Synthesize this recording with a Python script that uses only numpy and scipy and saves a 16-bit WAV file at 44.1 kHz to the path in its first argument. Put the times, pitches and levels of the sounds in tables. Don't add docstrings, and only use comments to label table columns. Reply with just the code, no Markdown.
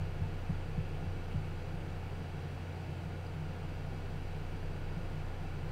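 import sys
import numpy as np
from scipy import signal
from scipy.fft import rfft, irfft
from scipy.io import wavfile

SR = 44100
rng = np.random.default_rng(int(sys.argv[2]) if len(sys.argv) > 2 else 0)


def transcribe(u):
    v = np.clip(np.atleast_2d(u).T, -1, 1)
    q = np.round(v * 32767).astype(np.int16)
    wavfile.write(sys.argv[1], SR, q)


N = 251887
TIME = np.arange(N) / SR
FREQ = np.maximum(np.arange(N // 2 + 1) * SR / N, 1)


def undb(db):
    return 10 ** (np.asarray(db) / 20)


def walk(rate_hz):
    drift = irfft(rfft(rng.standard_normal(N)) / (1 + (FREQ / rate_hz) ** 4), N)
    return (drift - drift.mean()) / drift.std()


def tone(turns, db, flutter_db):
    amplitude = np.sqrt(2) * undb(db + flutter_db * walk(4.8))
    return amplitude * np.sin(2 * np.pi * (turns + rng.random()))


def spin(hz, wander):
    return np.cumsum(hz * (1 + wander * walk(2.02))) / SR


def rotor(hz, harmonics, wander, flutter_db):
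    turns = spin(hz, wander)
    return sum(tone(round(k) * turns, db, flutter_db * k ** 0.16) for k, db in harmonics)


# harmonic number, rms level in dB.
HUM_HARMONICS = [(1, -44), (2, -60.5), (4, -67), (5, -66)]

def hum(hz=89.7):
    return rotor(hz, HUM_HARMONICS, wander=0.00064, flutter_db=-0.23)


# harmonic number, rms level in dB.
DISK_HARMONICS = [(1, -55), (4, -66.5)]

def disk(hz=120.0):
    return rotor(hz, DISK_HARMONICS, wander=0.0001, flutter_db=3.0)


# harmonic number, rms level in dB.
BLADE_HARMONICS = [(1, -60.5), (2, -53), (6, -64.5), (7, -67), (10, -67), (19, -69)]
# frequency in Hz, rms level in dB.
DRONE_TONES = [(27.3, -58), (44.8, -68), (48.6, -58.5), (155.4, -57), (172.3, -60), (312.4, -72.5),
               (358.6, -75), (493.4, -66.5), (532.9, -72), (640.7, -73.5), (799, -72.5)]

def fans(blade_hz=75.65):
    blades = rotor(blade_hz, BLADE_HARMONICS, wander=0.0013, flutter_db=1.15)
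    drone = sum(tone(spin(hz, wander=0.001), db, flutter_db=4.5) for hz, db in DRONE_TONES)
    return blades + drone


# frequency in Hz, rms level in dB.
WHINE_TONES = [(1303, -72.5), (1418, -78), (1512, -72), (2213, -76), (2310, -85), (2509, -81), (2606, -74),
               (2690, -86), (2918, -79), (3295, -79.5), (3908, -79), (4124, -83), (4662, -83),
               (4780, -85.5), (5055, -91), (5200, -93), (5766, -88), (8280, -94), (8640, -89.5)]

def whine():
    return sum(tone(spin(hz, wander=0.000906), db, flutter_db=2.0) for hz, db in WHINE_TONES)


def room_response(share, t60, count=40):
    delay_s = rng.uniform(0.001999, 0.03, count)
    echoes = np.zeros(N)
    echoes[(delay_s * SR).astype(int)] = rng.standard_normal(count) * undb(-60 * delay_s / t60)
    wet = share / np.sqrt(1 + (FREQ / 7000) ** 2) * FREQ / (FREQ + 300)
    return (1 + wet * rfft(echoes) / np.linalg.norm(echoes)) / np.sqrt(1 + wet ** 2)


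# frequency in Hz, density in dB per Hz.
AIR_SPECTRUM = [(10, -88), (60, -81), (110, -78), (230, -76), (440, -82), (600, -83), (850, -82.5),
                (1100, -88), (1950, -92), (2750, -91.5), (3600, -100.3), (5500, -107), (9500, -113.8),
                (15500, -117.2)]
# centre in Hz, width in Hz, lift in dB.
CASE_RESONANCES = [(141, 20.5, 13), (154.8, 24, 11), (326, 20.5, 6), (410, 44, 6.5), (709, 92, 3),
                   (1416, 71, 6), (1710, 260, 3), (2270, 160, 3), (4620, 870, 4.5), (5890, 89, 7.5),
                   (7210, 150, 4.5), (8170, 370, 4.5)]

def airflow():
    hz, db = np.transpose(AIR_SPECTRUM)
    colour_db = np.interp(np.log(FREQ), np.log(hz), db)
    case_power = 1 + sum((undb(2 * lift_db) - 1) / (1 + (2 * (FREQ - centre) / width) ** 2) ** 2
                         for centre, width, lift_db in CASE_RESONANCES)
    gain = undb(colour_db) * np.sqrt(case_power * SR / 2) * room_response(share=0.25, t60=0.18)
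    rush = irfft(rfft(rng.standard_normal(N)) * gain, N)
    return rush * undb(0.14 * walk(2.3))


def throb(hz=22.2, beat_period_s=4.3, lull_s=2.82):
    turns = hz * TIME + rng.random()
    slip = (TIME - lull_s) / beat_period_s
    stronger = undb(-46.5) * np.sin(2 * np.pi * turns)
    weaker = undb(-48) * np.sin(2 * np.pi * (turns + slip))
    return np.sqrt(2) * (stronger - weaker)


# start in seconds, relative level in dB, favoured pitch in Hz.
DESK_KNOCKS = [(0.002, -8, 110), (0.206, 0.5, 104), (0.493, 1, 166), (0.775, 2.5, 130), (1.062, -4, 128),
               (1.343, 1.5, 121), (4.967, -5, 150)]
# frequency in Hz, relative level in dB, seconds to fall by 60 dB.
DESK_MODES = [(58.3, -37, 0.13), (92.24, -25, 0.22), (124, -33, 0.079), (150, -26.5, 0.13),
              (170, -30.5, 0.14), (199, -39, 0.087)]

def knocks(gain_db=4, contact_s=0.0059, rise_cycles=0.29, reach_octaves=0.58):
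    out = np.zeros(N)
    for start, db, favoured_hz in DESK_KNOCKS:
        age = np.maximum(TIME - start, 0)
        for hz, mode_db, t60 in DESK_MODES:
            share = 1 / (1 + (np.log2(hz / favoured_hz) / reach_octaves) ** 2)
            rise_s = contact_s + rise_cycles / hz
            swell = 1 - np.exp(-(age / rise_s) ** 2)
            decay = undb(db + mode_db - 60 * age / t60)
            out += share * swell * decay * np.sin(2 * np.pi * hz * age)
    return undb(gain_db) * out


def rustle(peak_s=1.325, spread_s=0.02, hz=2850, width_hz=350, db=-63.5):
    noise = irfft(rfft(rng.standard_normal(N)) / (1 + (2 * (FREQ - hz) / width_hz) ** 2), N)
    swell = np.exp(-((TIME - peak_s) / spread_s) ** 2)
    return undb(db) * swell * noise / noise.std()


def tick(start_s=3.2655, hz=4800, rise_s=0.001, t60=0.0083):
    age = np.maximum(TIME - start_s, 0)
    attack = 1 - np.exp(-(age / rise_s) ** 2)
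    return attack * undb(-41 - 60 * age / t60) * np.sin(2 * np.pi * hz * age)


def scene():
    computer = hum() + disk() + fans() + whine() + airflow() + throb()
    return (computer + knocks() + rustle() + tick())[None]


def record(dry):
    lowpass = signal.ellip(12, 0.1, 80, 15720, fs=SR, output="sos")
    return signal.sosfilt(lowpass, dry)


dry = scene()
out = record(dry)
transcribe(out)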